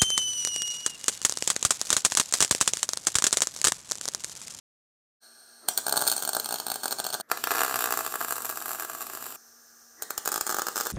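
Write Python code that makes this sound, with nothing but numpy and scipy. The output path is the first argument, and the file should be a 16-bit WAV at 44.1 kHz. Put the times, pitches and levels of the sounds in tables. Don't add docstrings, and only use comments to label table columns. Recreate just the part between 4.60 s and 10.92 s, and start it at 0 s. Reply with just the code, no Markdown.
import sys
import numpy as np
from scipy import signal
from scipy.fft import rfft, irfft
from scipy.io import wavfile
from scipy.ndimage import map_coordinates

SR = 44100
rng = np.random.default_rng(int(sys.argv[2]) if len(sys.argv) > 2 else 0)


def makeup_ratio(level_db):
    decades = np.asarray(level_db, float) / 20
    return 10 ** decades


def digitize_waveform(pressure):
    field = np.atleast_2d(pressure).T
    bounded = np.clip(field, -1, 1)
    quanta = np.round(bounded * 32767).astype(np.int16)
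    wavfile.write(sys.argv[1], SR, quanta)


N = 278712
T = np.arange(N) / SR

BLADE_HZ = (237.6, 236.9, 236.2)
# multiple, relative level_db
FAN_TONES = [(1, 5.5), (2, 2.5), (3, -5), (5, 6.5), (7, 8)]
# pitch_hz, width_hz, relative level_db
GAS_1 = [(380, 130, -5.5), (750, 310, -4), (1480, 300, 1), (1600, 70, 3.5), (3320, 490, -13),
         (4290, 420, 5), (5600, 820, -2.5), (6300, 1100, -6.5), (8650, 600, 4.5), (12700, 2600, -10.5)]
GAS_2 = [(340, 600, 10.5), (1600, 550, 15), (3500, 3300, -9), (6200, 3000, -6), (12300, 2700, -1)]
GAS_3 = [(71.3, 36, -6), (464, 330, -5.5), (783, 110, -1.5), (1350, 440, 0), (1610, 340, -1),
         (4350, 720, -8.5), (5300, 640, -1), (6050, 1130, 5), (7400, 1100, -4.5), (8860, 510, 0),
         (12400, 1700, -6), (14300, 1500, -3.5)]
# pitch_hz, t60_s
GARAGE_DECAY = [(200, 0.3), (1500, 0.23), (6000, 0.36), (14000, 0.36)]
# pitch_hz, width_hz, relative level_db
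DIFFUSE = [(4090, 3000, 1.5), (7580, 2900, 5), (8800, 860, 2.5), (15100, 2700, -6)]
# delay_ms, level_db
BOUNCES = [
    [(1.3, -8.5), (2.5, -11), (5.0, -15.5)],
    [(.82, -9.5), (2.46, -5.5), (2.86, -10.5), (4.37, -14)],
    [(.66, -9.5), (2.39, -9), (4.92, -16.5)],
]
# pitch_hz, width_hz, relative level_db
ARC_1 = [(3480, 920, -5), (4346, 444, 6), (5230, 770, -8), (6620, 1900, -5.5), (8710, 690, 4.5),
         (11880, 730, -11.5), (13000, 700, -3), (14580, 530, 1), (14700, 570, -21)]
ARC_2 = [(2655, 730, -3), (4440, 2130, -8), (5800, 420, -6), (7440, 960, -1), (8900, 1270, -6.5),
         (11870, 1780, -1.5), (13400, 900, -5), (14830, 1000, -3.5)]
ARC_3 = [(4298, 260, -10), (5230, 650, -7), (7160, 2040, -3), (8900, 370, -1), (11700, 400, -6),
         (13200, 1400, -9), (14700, 850, -3)]
# time_s, level_db
SHADE = [(1.1, -4), (2.6, 1.5), (2.7, 4), (3.3, -0.5), (3.8, -4), (4.76, -2), (5.4, -2), (6.3, 3)]
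# time_s, level_db
SIZZLE = [
    [(1.078, -48.5), (1.458, -42), (2.612, -51)],
    [(2.688, -58), (2.708, -54), (2.72, -45.5), (3.18, -38), (4.76, -44.5)],
    [(5.415, -60), (5.801, -47.5), (6.32, -42)],
]
# time_s, thud_db, crack_db
POPS = [(1.086, -19, -10), (1.1759, -37, -12), (1.185, -24, -23), (1.2663, -18.5, -17.5),
        (1.282, -18.5, -18.5), (1.2944, -24.5, -19.5), (1.3114, -28, -29), (1.3251, -18, -14),
        (1.3394, -17.5, -27), (1.3594, -20, -19.5), (1.368, -18, -15), (1.3747, -16, -13),
        (1.407, -23, -20.5), (1.415, -21.5, -19), (1.422, -17, -19.5), (1.4388, -24, -26),
        (1.468, -22, -17), (1.4765, -28, -12), (1.483, -27, -17.5), (1.499, -41, -17), (1.516, -27, -13),
        (1.5244, -21.5, -19.5), (1.565, -28, -19.5), (1.5792, -29, -20), (1.624, -25, -18),
        (1.6347, -29, -25), (1.6505, -26, -20), (1.6757, -23.5, -22), (1.6911, -22.5, -17.5),
        (1.7325, -26, -20.5), (1.7491, -22.5, -18), (1.767, -15, -19), (1.7984, -28, -17.5),
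        (1.845, -35, -25.5), (1.8586, -26.5, -19.5), (1.8896, -26.5, -23.5), (1.9085, -24, -23),
        (1.9247, -21.5, -19.5), (1.9416, -23, -21), (1.9583, -29, -25), (1.985, -37, -27),
        (2, -23.5, -20.5), (2.0666, -23, -20.5), (2.083, -27, -28), (2.101, -24.5, -20.5),
        (2.117, -21.5, -18.5), (2.141, -35, -25), (2.1578, -23.5, -23), (2.2341, -25.5, -21),
        (2.2421, -26, -25), (2.2571, -17, -20), (2.28, -37, -23), (2.309, -29, -23), (2.3179, -27, -23.5),
        (2.3253, -20.5, -19.5), (2.3853, -31, -25.5), (2.3929, -27, -27.5), (2.4, -19, -21.5),
        (2.442, -33, -25), (2.45, -23.5, -25), (2.466, -21, -19.5), (2.4889, -36, -30),
        (2.5026, -28.5, -28), (2.5272, -34, -25), (2.534, -24, -24), (2.5419, -23.5, -20.5),
        (2.5488, -20, -30), (2.5998, -24.5, -29.5), (2.6088, -31, -28), (2.7001, -29, -42),
        (2.7155, -8.5, -17.5), (2.7734, -23, -27.5), (2.8396, -17, -17.5), (2.8722, -13, -22.5),
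        (2.9076, -13, -22), (2.915, -21, -22), (2.9175, -11.5, -28), (2.9222, -20, -34), (2.938, -22, -28),
        (2.9501, -16.5, -26), (2.9564, -19, -25), (2.9675, -18.5, -26), (2.974, -17.5, -29),
        (2.9826, -17, -23), (2.9917, -15, -22), (3.0066, -12.5, -19), (3.0171, -10.5, -20.5),
        (3.034, -13, -20), (3.0482, -13.5, -21.5), (3.063, -21, -27), (3.0801, -18.5, -26),
        (3.096, -19.5, -27), (3.1109, -17.5, -27.5), (3.125, -20, -31), (3.142, -15.5, -21.5),
        (3.158, -13.5, -19.5), (3.1655, -23, -28), (3.1906, -19, -20), (3.2071, -17.5, -21.5),
        (3.2228, -18.5, -23), (3.2411, -15, -17.5), (3.258, -16, -20), (3.2732, -17, -28),
        (3.2894, -21, -33), (3.307, -16, -20), (3.324, -13, -17), (3.3389, -16.5, -26),
        (3.3736, -16, -19.5), (3.3902, -18, -23), (3.4072, -17.5, -24.5), (3.4487, -23.5, -27.5),
        (3.4639, -19, -22.5), (3.476, -25, -29), (3.5233, -26, -28), (3.5403, -18, -26), (3.556, -18, -22),
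        (3.6068, -21, -26), (3.6125, -15, -24.5), (3.6255, -27, -29), (3.6472, -19, -24),
        (3.6833, -23, -28), (3.7077, -19, -20), (3.7237, -17.5, -20.5), (3.7572, -27, -25.5),
        (3.7653, -25.5, -26.5), (3.7816, -22.5, -26), (3.805, -25, -31), (3.8478, -22.5, -25),
        (3.8647, -29, -29), (3.893, -24.5, -24), (3.8991, -21.5, -24), (3.91, -36, -26.5),
        (3.9249, -27.5, -30), (3.9575, -33, -30), (3.9731, -22, -25), (4.0157, -25, -32),
        (4.0228, -27, -28), (4.058, -22.5, -24), (4.063, -28, -37), (4.081, -25, -27.5), (4.092, -28, -26),
        (4.108, -21.5, -27), (4.1155, -23, -28), (4.1317, -27, -26), (4.1482, -26, -29), (4.156, -28, -32),
        (4.1978, -22.5, -24.5), (4.207, -30, -29), (4.223, -23.5, -26), (4.2325, -27, -31),
        (4.2485, -24.5, -27.5), (4.2982, -23, -27), (4.333, -29, -31), (4.3496, -25, -29),
        (4.4074, -26.5, -29), (4.4169, -27, -29), (4.4241, -27.5, -28.5), (4.4678, -30, -29),
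        (4.499, -27, -29), (4.5344, -29, -29.5), (4.5502, -28, -29), (4.573, -27.5, -31), (4.607, -38, -38),
        (4.6253, -27.5, -29.5), (4.6652, -26, -30), (4.705, -33, -33), (4.7233, -33, -34),
        (5.4226, -27.5, -20.5), (5.4322, -50, -32), (5.5056, -21.5, -19), (5.5786, -22.5, -17.5),
        (5.652, -39, -29), (5.6581, -22, -21), (5.6758, -15, -17), (5.689, -22, -23.5), (5.7182, -22, -21),
        (5.7264, -21.5, -23.5), (5.742, -21, -19.5), (5.7595, -17.5, -20), (5.778, -20, -22),
        (5.8106, -18, -16.5), (5.8667, -23, -21.5), (5.875, -22.5, -25), (5.8939, -17.5, -21.5),
        (5.9019, -19.5, -23), (5.9111, -21, -24), (5.9247, -20.5, -22), (5.9447, -16.5, -21),
        (5.967, -19.5, -23), (5.9858, -14.5, -21), (5.9944, -17, -23), (6.0191, -17.5, -21),
        (6.0683, -19, -21.5), (6.0848, -17.5, -22.5), (6.1585, -22, -22.5), (6.1676, -21, -22.5),
        (6.1778, -20, -22), (6.2011, -20, -25), (6.2096, -18, -21.5), (6.2604, -21, -29),
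        (6.2686, -19, -21)]
# first_crest_s, end_s, mean thud_db, mean crack_db, chance a crest (0-1)
RUNS = [(1.3942, 1.67, -30, -25.5, 0.52), (3.754, 4.029, -32, -27.5, 0.46), (4.07, 4.271, -27.5, -32, 0.43),
        (4.317, 4.48, -38.5, -38, .6), (4.5322, 4.759, -40, -39, 0.5), (6.1852, 6.258, -34, -30.5, .7),
        (6.293, 6.312, -29.5, -28.5, 1)]
# start_s, end_s, trigger_s, gas_db, fan_db, hum_db (under the sizzle),
# sizzle_bass_db (over treble), thud_low_hz, bass_cut_hz (steeper), thud_top_hz, shove_db, whine_db
WELDS = [(.6, 2.615, 1.005, -54.5, -74.5, -26.5, 3.3, 200, 200, 1606, -5, -16),
         (2.615, 4.765, 2.67, -66.5, -86, -25.5, 2.6, 1220, 150, 1773, 2.5, -20),
         (4.762, 6.33, 5.36, -55, -73.5, -32, 7.3, 330, 275, 1600, 9, -1.5)]

RIPPLE_HZ = 120
IDLE_HUM_DB = -6
RUSH_HZ, RUSH_WIDTH_HZ, RUSH_DB, RUSH_T60_S = 5760, 400, -43, 0.67
CREST_JITTER_S = 0.0008
POP_SPREAD_DB = 3.5
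REST_S = 0.006
REPEAT = 0.7
RISE = 31
SNAP = 21
SHOVE_DB, SHOVE_GROWS = 18, 1.83
DIP_HZ, DIP_WIDTH_HZ, DIP_DEPTH = 531, 44, 0.82
BUMP_HZ, BUMP_WIDTH_HZ, BUMP_DB = 655, 68, -1.5
CLIP_TOP = 1
TOP_HZ = 15500


def unit(x):
    return x / np.sqrt(np.mean(x ** 2) + 1e-20)


def wobble(rate):
    knots = rng.standard_normal(int(N * rate / SR) + 4)
    return map_coordinates(knots, [T * rate])


def level_curve(rows, silent_db):
    s, db = np.transpose(rows)
    return np.interp(T, s, db, silent_db, silent_db)


def passed(x, hz, kind, order):
    return signal.sosfilt(signal.butter(order, hz, kind, fs=SR, output="sos"), x)


def through(x, h):
    return signal.fftconvolve(x, h)[:N]


def colour(peaks, base_db, low_hz, point=2):
    f = np.fft.rfftfreq(8192, 1 / SR)
    power = makeup_ratio(2 * base_db)
    for centre_hz, width_hz, db in peaks:
        power = power + makeup_ratio(2 * db - 10.1 * np.abs(2 * (f - centre_hz) / width_hz) ** point)
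    power = power / (1 + (low_hz / (f + 1)) ** 2) ** 2
    cepstrum = irfft(np.log(power + 1e-12) / 2)
    cepstrum[1:4096] *= 2
    cepstrum[4097:] = 0
    h = irfft(np.exp(rfft(cepstrum)))[:4096]
    return h / np.linalg.norm(h)


def fan(blade_hz):
    blades = np.zeros(N)
    for multiple, db in FAN_TONES:
        level = makeup_ratio(db - 4.5 + 2.2 * wobble(15))
        blades += level * np.sin(2 * np.pi * multiple * blade_hz * T + 0.63 * wobble(5.6))
    idle_hum = makeup_ratio(IDLE_HUM_DB + 3 * wobble(15)) * np.sin(2 * np.pi * RIPPLE_HZ * 3 * T)
    return blades + idle_hum


def gas_air(peaks, gas_db):
    air = through(rng.standard_normal(N), colour(peaks, base_db=-17.5, low_hz=55, point=1.4))
    return air * makeup_ratio(gas_db + 0.5 * wobble(23))


def feeder(trigger_s, whine_db):
    peaks = [(1830, 390, whine_db), (1220, 740, -8), (353, 410, -3)]
    whir = through(rng.standard_normal(N), colour(peaks, base_db=-31.5, low_hz=200))
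    return makeup_ratio(-54.5) * whir * np.clip((T - trigger_s) / 0.043, 0, 1)


def hum(rows, under_db):
    level = makeup_ratio(level_curve([(s, db + under_db) for s, db in rows], -140) + 2.7 * wobble(25.15))
    ripple = np.sin(2 * np.pi * RIPPLE_HZ * T)
    octave = makeup_ratio(5.5) * np.sin(2 * np.pi * RIPPLE_HZ * 2 * T)
    return level * (ripple + octave)


def rush():
    since = T - POPS[0][0]
    resonance = colour([(RUSH_HZ, RUSH_WIDTH_HZ, 20)], base_db=-10, low_hz=RUSH_HZ / 2)
    hiss = through(rng.standard_normal(N), resonance)
    return hiss * (since > 0) * makeup_ratio(RUSH_DB - 60 * np.abs(since) / RUSH_T60_S)


def garage(x, block_s=0.3):
    out, step = np.zeros(N + SR), int(block_s * SR)
    decay_hz, decay_s = np.transpose(GARAGE_DECAY)
    for i in range(0, N, step):
        hz, t, z = signal.stft(rng.standard_normal(SR // 2), SR, nperseg=256)
        t60 = np.interp(np.log(hz + 1), np.log(decay_hz), decay_s)
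        tail = signal.istft(z * makeup_ratio(-60 * t / t60[:, None]), SR, nperseg=256)[1]
        tail *= 1 - np.exp(-np.arange(len(tail)) / SR / 0.00048)
        wet = signal.fftconvolve(x[i:i + step], tail / np.linalg.norm(tail))
        out[i:i + len(wet)] += wet
    return out[:N]


def bounced(x, bounces):
    out = x.copy()
    for delay_ms, db in bounces:
        out += makeup_ratio(db) * np.pad(x, (round(delay_ms * SR / 1000), 0))[:len(x)]
    return out


def shaded(x):
    band = signal.butter(3, (1900, 6400), "band", fs=SR, output="sos")
    middle = signal.sosfiltfilt(band, x)
    return x + (makeup_ratio(np.interp(T, *np.transpose(SHADE))) - 1) * middle


def sizzle(rows):
    ripple = makeup_ratio(0.98 * np.sin(2 * np.pi * RIPPLE_HZ * T) + 2.03 * wobble(60))
    spatter = (rng.random(N) < 300 / SR) * rng.standard_normal(N)
    noise = unit(ripple * (rng.standard_normal(N) + 1.8 * spatter))
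    return noise * makeup_ratio(level_curve(rows, -120))


def crest_pops():
    rows = []
    for first_s, end_s, thud_db, crack_db, chance in RUNS:
        for s in np.arange(first_s, end_s, 1 / RIPPLE_HZ):
            rows.append((s, thud_db, crack_db, chance))
    rows = np.array(rows)
    luck = rng.random((len(rows), 2))
    late, size, tilt = rng.standard_normal((3, len(rows)))
    near_single = np.abs(rows[:, :1] - np.array(POPS)[:, 0]).min(axis=1) < REST_S
    ready = luck[:, 0] < rows[:, 3]
    after_pop = np.roll(ready | near_single, 1)
    breaks = ready & ~near_single & (~after_pop | (luck[:, 1] < REPEAT))
    spread = [CREST_JITTER_S * late, POP_SPREAD_DB * (size + tilt), POP_SPREAD_DB * size]
    return (rows[:, :3] + np.transpose(spread))[breaks]


def pops(t0, t1):
    s, thud_db, crack_db = np.vstack([POPS, crest_pops()]).T
    at = np.round(s * SR).astype(int) - RISE
    inside = (s >= t0) & (s < t1)
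    step = np.bincount(at, inside * makeup_ratio(thud_db), N)
    shove_db = SHOVE_GROWS * crack_db + SHOVE_DB + 1.8 * rng.standard_normal(len(s))
    shove = passed(np.bincount(at, inside * makeup_ratio(shove_db), N), 93, "low", order=3)
    snap = np.bincount(at + SNAP, -1 * inside * makeup_ratio(crack_db + 8), N)
    lead = SR // 200
    u = np.arange(-lead, SR // 40) / SR
    before = makeup_ratio(60 * u / 0.0037) * 0.5 + 0.097 * makeup_ratio(60 * u / 0.032)
    after = 0.73 * makeup_ratio(-60 * u / 0.0084) + 0.31 * makeup_ratio(-60 * u / 0.037)
    bursts = np.bincount(at + RISE, inside * makeup_ratio(crack_db), N)
    envelope = signal.fftconvolve(bursts, np.where(u < 0, before, after))[lead:][:N]
    return step, shove, snap, envelope * rng.standard_normal(N)


def thud(x, low_hz, cut_hz, top_hz, bounces):
    click = np.eye(1, 2048)[0]
    swing = passed(click, top_hz, "low", order=12)
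    swing = passed(swing, low_hz, "high", order=1)
    swing = passed(swing, cut_hz, "high", order=2)
    swing = bounced(swing, bounces)
    return through(x, -swing / np.abs(swing).max())


def arc_sound(weld, rows, bounces, arc):
    t0, t1, _, _, _, _, bass_db, low_hz, cut_hz, top_hz, shove_db, _ = weld
    step, shove, snap, spray = pops(t0, t1)
    spray = spray + bounced(snap, bounces)
    hiss = sizzle(rows)
    push = step + makeup_ratio(-29.5) * spray + makeup_ratio(bass_db - 24.5) * hiss
    bass = thud(push, low_hz, cut_hz, top_hz, bounces)
    treble = through(spray + hiss, colour(arc, base_db=-14.5, low_hz=1740))
    direct = bass + makeup_ratio(shove_db) * shove + treble
    wall_treble = through(spray + hiss, colour(DIFFUSE, base_db=-8.0, low_hz=1500))
    walls = garage(makeup_ratio(-6.0) * bass + makeup_ratio(-10.5) * wall_treble)
    return shaded(direct + walls)


def scene():
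    out = np.zeros(N)
    arcs, gases = (ARC_1, ARC_2, ARC_3), (GAS_1, GAS_2, GAS_3)
    for weld, rows, bounces, blade_hz, arc, gas in zip(WELDS, SIZZLE, BOUNCES, BLADE_HZ, arcs, gases):
        t0, t1, trigger_s, gas_db, fan_db, hum_db = weld[:6]
        whine_db = weld[-1]
        background = gas_air(gas, gas_db) + makeup_ratio(fan_db) * fan(blade_hz)
        machine = feeder(trigger_s, whine_db) + hum(rows, hum_db)
        sound = background + machine + arc_sound(weld, rows, bounces, arc)
        out += sound * np.clip((T - t0) / 0.0013, 0, 1) * np.clip((t1 - T) / 0.0012, 0, 1)
    out = out + rush()
    fade_in = np.clip((T - 0.6) / 0.031, 0, 1) ** 2
    return (out * fade_in)[None]


def roll_off(x):
    return signal.sosfilt(signal.butter(12, 16480, fs=SR, output="sos"), x)


def record(dry):
    def band(hz, width_hz):
        return signal.lfilter(*signal.iirpeak(hz, hz / width_hz, SR), dry)

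    x = dry - DIP_DEPTH * band(DIP_HZ, DIP_WIDTH_HZ) + makeup_ratio(BUMP_DB) * band(BUMP_HZ, BUMP_WIDTH_HZ)
    x = x / (1 + np.abs(x / CLIP_TOP) ** 4) ** 0.25
    mix = passed(x, TOP_HZ, "low", order=24)
    return roll_off(mix)


dry = scene()
out = record(dry)
digitize_waveform(out)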